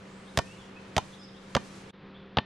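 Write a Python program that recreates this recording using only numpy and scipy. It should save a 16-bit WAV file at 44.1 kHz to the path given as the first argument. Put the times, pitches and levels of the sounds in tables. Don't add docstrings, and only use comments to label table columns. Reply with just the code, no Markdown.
import sys
import numpy as np
from scipy import signal
from scipy.fft import rfft, irfft, next_fast_len
from scipy.io import wavfile
from scipy.ndimage import uniform_filter1d

SR = 44100
rng = np.random.default_rng(int(sys.argv[2]) if len(sys.argv) > 2 else 0)


def store_wav(level_fs):
    pcm = np.round(np.clip(np.atleast_2d(level_fs), -1, 1) * 32767)
    wavfile.write(sys.argv[1], SR, pcm.T.astype(np.int16))


N = 108265


def undb(db):
    return 10 ** (np.asarray(db) / 20)


def unit(x):
    return x / np.sqrt(np.mean(x ** 2))


def response(points):
    hz, db = np.array(points).T
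    size = next_fast_len(N) // 2 * 2
    bins_hz = np.fft.rfftfreq(size, 1 / SR)
    gain_db = np.interp(np.log(bins_hz + 1), np.log(hz), db)
    cepstrum = irfft(np.log(undb(gain_db)))
    cepstrum[1:size // 2] *= 2
    cepstrum[size // 2 + 1:] = 0
    return irfft(np.exp(rfft(cepstrum)))[:4096]


def convolve(x, h):
    return signal.fftconvolve(x, h)[:N]


def noise(points):
    return unit(convolve(rng.standard_normal(N), response(points)))


def band(x, hz, kind, order=2):
    sos = signal.butter(order, min(hz, SR / 2 - 1), kind, fs=SR, output="sos")
    return signal.sosfilt(sos, x)


def walk(rate_hz):
    k = int(SR / rate_hz)
    steps = np.repeat(rng.standard_normal(N // k + 1), k)
    return unit(uniform_filter1d(uniform_filter1d(steps, k), k)[:N])


def fade(t, t60_s):
    return (t >= 0) * np.exp(-np.log(1000) * np.maximum(t, 0) / t60_s)


def swell(t, rise_s):
    return 1 - np.exp(-np.maximum(t, 0) / rise_s)


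def ring(t, modes, pitch_ratio=1):
    out = 0
    for hz, db, t60_s in modes:
        out = out + undb(db) * fade(t, t60_s) * np.sin(2 * np.pi * hz * pitch_ratio * t)
    return out


def stereo(mid, side):
    return np.array([mid + side, mid - side])


def scatter(x, t60_s):
    # frequency_hz, gain_db
    yard_colour = [(60, -2), (200, 3.5), (900, -4.5), (3000, -3.5), (7000, 0), (13000, -5.5)]
    tail = noise(yard_colour) * fade(np.arange(N) / SR, t60_s)
    return convolve(x, tail / np.sqrt(np.sum(tail ** 2)))


def around(x, t60_s):
    return np.array([scatter(x, t60_s), scatter(x, t60_s)])


def ball(t):
    # start_s, contact_s, touch_db, lift_db, touch_top_hz, lift_top_hz, thump_db,
    # wobble_hz, wobble_db, wall_db, wall_pitch_ratio, buckle_delay_s, buckle_hz, buckle_db,
    # unbuckle_hz, unbuckle_db, low_ping_db, high_ping_db
    bounces = [(0.3741, 0.015, 0, 0.5, 12400, 9100, 2.5, 246, -9.5, 5, 0.97, 0.0037, 680, -11.5, 656, -2, 2, -2),
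               (0.9655, 0.015, -2.5, 1, 9100, 9000, 0.5, 215, -16.5, 7.5, 0.87, 0.00434, 648, -7, 800, 3.5, -14, -2),
               (1.5507, .0157, -0.5, -1.5, 6460, 6260, -1.5, 224, -0.5, 6, 1.02, 0.00576, 570, -3.5, 924, -3, -2.5, -2),
               (2.3709, 0.015, 0.5, 5, 6500, 4150, 1.5, 214, -4.5, 1, 0.98, 0.0041, 830, -4.5, 900, -3, -1, -7.5)]
    # frequency_hz, gain_db
    grit_colour = [(100, -38.5), (500, -1.5), (1300, -2), (2100, -6.5), (2900, -9.5), (4500, -10),
                   (6500, -13.5), (9000, -21.5), (13000, -26)]
    clicks, squashes, rings, scrapes = np.zeros((4, N))
    grit = noise(grit_colour)
    for (start_s, contact_s, touch_db, lift_db, touch_hz, lift_hz, thump_db, wobble_hz, wobble_db,
         wall_db, pitch_ratio, buckle_s, buckle_hz, buckle_db, unbuckle_hz, unbuckle_db,
         low_ping_db, high_ping_db) in bounces:
        down, up = t - start_s, t - start_s - contact_s
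        clicks += click(start_s, touch_db, touch_hz)
        clicks += click(start_s + contact_s, lift_db - 4, lift_hz)
        scrapes += scrape(down, up, grit, touch_db, lift_db, touch_hz, lift_hz)
        squashes += squash(down, up, contact_s, thump_db)
        rings += wobble(up, wobble_hz, wobble_db)
        rings += buckle(down - buckle_s, up, buckle_hz, buckle_db, unbuckle_hz, unbuckle_db)
        rings += wall(down, up, wall_db, pitch_ratio)
        rings += inner_air(up, low_ping_db, high_ping_db)
    thump = band(squashes, 262, "low")
    body = band(slap(clicks) + scrapes + thump + rings, 74, "high")
    return in_the_open(body)


def click(at_s, db, top_hz):
    pulse = np.zeros(N)
    pulse[int(at_s * SR)] = undb(db)
    return band(pulse, top_hz, "low", order=3)


def slap(clicks):
    # frequency_hz, gain_db
    slap_colour = [(60, 6.5), (300, 2), (800, 8.5), (1500, -0.5), (2200, -1.5), (3000, 7.5), (4500, -3),
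                   (6500, -1), (9000, -13.5), (13000, -26)]
    smear = 0.55
    push_pull = signal.lfilter([smear, -1], [1, -smear], clicks)
    colour = response(slap_colour)
    return undb(-8) * convolve(push_pull, colour / np.abs(colour).max())


def scrape(down, up, grit, touch_db, lift_db, touch_hz, lift_hz):
    touch = undb(-19.5 + touch_db) * fade(down, t60_s=0.02) * band(grit, touch_hz, "low")
    rise_s, peel_t60_s = 0.0015, 0.021
    peel_shape = np.where(up < 0, np.exp(-np.abs(up) / rise_s), fade(up, peel_t60_s))
    peel = undb(-26 + lift_db) * peel_shape * band(grit, lift_hz, "low")
    return touch + peel


def squash(down, up, contact_s, thump_db):
    thump_lag_s, dent_lag_s = 0.0024, 0.00087
    dent_hz, dent_t60_s = 123, 0.026
    progress = (down - thump_lag_s) / contact_s
    inside = (progress > 0) * (progress < 1)
    out = undb(-30 + thump_db) * inside * np.cos(2 * np.pi * progress)
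    out += ring(down - dent_lag_s, [(dent_hz, -19.5 + thump_db, dent_t60_s)])
    out += ring(up, [(dent_hz, -25.5 + thump_db, dent_t60_s)])
    return out


def wobble(up, hz, db):
    lead_s, rise_s, t60_s = 0.0036, 0.0043, 0.034
    rising = up + lead_s
    return swell(rising, rise_s) * ring(rising, [(hz, -14.5 + db, t60_s)])


def buckle(since_buckle, up, buckle_hz, buckle_db, unbuckle_hz, unbuckle_db):
    buckling = ring(since_buckle, [(buckle_hz, -13.5 + buckle_db, 0.026)])
    pop_lag_s, pop_width_s = 0.00226, 0.0021
    pop = up - pop_lag_s
    pop_shape = np.exp(-(pop / pop_width_s) ** 2)
    popping = undb(-20 + unbuckle_db) * pop_shape * np.cos(2 * np.pi * unbuckle_hz * pop)
    return buckling + popping


def wall(down, up, db, pitch_ratio):
    # pitch_hz, gain_db, t60_s
    wall_modes = [(515, -14, 0.026), (650, -15, 0.02), (833, -5, 0.017), (976, -8.5, 0.026),
                  (1165, -16.5, 0.041), (1330, -25, 0.019), (1565, -13.5, 0.02)]
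    lag_s, rise_s = 0.0011, 0.0024
    sag, recover_s = 0.14, 0.0027
    free = up - lag_s
    bent_time = free - sag * recover_s * swell(free, recover_s)
    rebound = swell(free, rise_s) * ring(bent_time, wall_modes, pitch_ratio)
    touch = undb(-13) * ring(down, wall_modes, pitch_ratio)
    return undb(-14.5 + db) * (touch + rebound)


def inner_air(up, low_ping_db, high_ping_db):
    # pitch_hz, gain_db, t60_s
    cavity_modes = [(2850, -1, .06), (3030, -4, .13), (3175, -11, .13), (3615, -4, .12), (4188, -10, .16),
                    (4760, -16, .12)]
    upper = [(hz, db + 3 * rng.standard_normal(), t60_s) for hz, db, t60_s in cavity_modes]
    pings = ring(up, upper)
    pings += undb(low_ping_db) * ring(up, [(1808, 0, 0.21)])
    pings += undb(high_ping_db) * ring(up, [(2426, -3, 0.2)])
    return undb(-46) * swell(up, rise_s=0.0061) * pings


def in_the_open(body):
    # frequency_hz, gain_db
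    left_shade = [(60, -1.4), (200, -2), (900, -1.8), (2200, -.6), (5000, -.6)]
    direct = np.array([convolve(body, response(left_shade)), body])
    width = stereo(0, undb(-16.5) * scatter(body, t60_s=0.016))
    long_echo = undb(-23.5) * around(body, t60_s=0.32)
    short_echo = undb(-21) * around(body, t60_s=0.18)
    return direct + width + long_echo + short_echo


def birds(t):
    # start_s, length_s, start_hz, middle_hz, end_hz, gain_db, flutter (share of pitch)
    chirps = [(0.257, 0.048, 3450, 3550, 3750, -58.5, .045), (0.435, .14, 2560, 2677, 3190, -57, .006),
              (0.572, 0.085, 3400, 3350, 2650, -58.5, .02), (0.753, 0.043, 2480, 2560, 2660, -51.5, .008),
              (1.119, 0.037, 3300, 3550, 3930, -54, .06), (1.184, 0.057, 5230, 5070, 4750, -56, .003),
              (1.188, 0.056, 3200, 3450, 3950, -60, .015), (1.227, 0.041, 5880, 5200, 4430, -57.5, .008),
              (1.28, 0.022, 4000, 3660, 3200, -58, .03), (1.336, 0.062, 3200, 3430, 4050, -59, .05),
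              (1.887, 0.04, 3200, 3640, 4200, -55.5, 0.079), (2.139, 0.046, 3500, 3380, 3970, -54.5, .05),
              (2.191, 0.018, 3300, 3430, 3980, -60, .04)]
    song, waver = np.zeros(N), walk(rate_hz=700)
    for start_s, length_s, from_hz, mid_hz, to_hz, db, flutter in chirps:
        progress = np.clip((t - start_s) / length_s, 0, 1)
        glide = np.polyfit([0, 0.5, 1], [from_hz, mid_hz, to_hz], 2)
        hz = np.polyval(glide, progress) * (1 + flutter * waver)
        song += undb(db) * np.sin(np.pi * progress) * np.sin(2 * np.pi * np.cumsum(hz) / SR)
    return undb(-1.5) * song + undb(-3) * around(song, t60_s=0.7)


def swish(t):
    # time_s, centre_hz, gain_db
    hiss_path = [(0.03, 6290, -83), (.12, 7400, -71), (.22, 8300, -72.5), (.35, 9060, -76.5),
                 (0.502, 8450, -75.5), (.65, 6520, -73), (.72, 6200, -93.5)]
    times, hz, db = np.array(hiss_path).T
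    hiss = unit(band(rng.standard_normal(N), 590, "low"))
    carrier = np.sin(2 * np.pi * np.cumsum(np.interp(t, times, hz)) / SR)
    return undb(np.interp(t, times, db)) * hiss * carrier


def hum(t):
    # pitch_hz, level_db (rms, before the waver)
    hum_tones = [(193.8, -56.5), (387.6, -66.5), (457.6, -70.5), (527.6, -66.5)]
    drift, waver_db = 0.0027, 0.25
    turns = t + drift * np.cumsum(walk(rate_hz=5.085)) / SR
    out = np.zeros(N)
    for hz, db in hum_tones:
        gain = np.sqrt(2) * undb(db + waver_db * walk(rate_hz=9.26))
        out += gain * np.sin(2 * np.pi * (hz * turns + rng.random()))
    return out


def park(t):
    # (per Hz, relative)
    park_colour = [(25, -17.5), (70, -13.5), (160, -6.5), (240, -11.5), (400, -12), (620, -19.5),
                   (1200, -19), (2400, -24), (4300, -29.5), (6500, -32.5), (9000, -37.5), (11300, -45.5),
                   (13000, -63)]
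    # frequency_hz, side_db (relative to the middle)
    park_width = [(60, -27), (200, -22), (370, -9), (670, -3.5), (1200, -4), (4000, -5), (13000, -2)]
    # time_s, gain_db
    treble_moves = [(0, -6), (.15, -6), (.48, 3.5), (.7, -6.5), (.92, -5), (1.1, 2), (1.32, -4), (1.45, -3),
                    (1.68, 3.5), (1.9, -4.5)]
    air = stereo(noise(park_colour), convolve(noise(park_colour), response(park_width)))
    hz = np.fft.rfftfreq(N, 1 / SR)
    treble = irfft(rfft(air) * hz ** 4 / (hz ** 4 + 4400 ** 4), N)
    flicker_db = 1.3 * walk(rate_hz=31)
    treble_db = np.interp(t, *np.array(treble_moves).T) + flicker_db
    swell_db = 1.16 * walk(rate_hz=3.54)
    return undb(-54 + swell_db) * (air - treble + treble * undb(treble_db))


def scene():
    t = np.arange(N) / SR
    return ball(t) + birds(t) + swish(t) + hum(t) + park(t)


def record(dry):
    # time_s, gain_db
    level_dip = [(1.906, 4), (1.911, -17), (1.925, -21.5), (1.936, -0.5), (1.99, 0.5), (2.05, 4)]
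    dull_from_s, dull_hz, leak_db = 1.915, 4450, -32
    t = np.arange(N) / SR
    mono = dry.mean(axis=0)
    dull = band(mono, dull_hz, "low", order=6) + undb(leak_db) * mono
    out = np.where(t < dull_from_s, dry, dull) * undb(np.interp(t, *np.array(level_dip).T))
    top_cut = signal.ellip(8, 0.2, 70, 13200, fs=SR, output="sos")
    return signal.sosfilt(top_cut, out)


dry = scene()
out = record(dry)
store_wav(out)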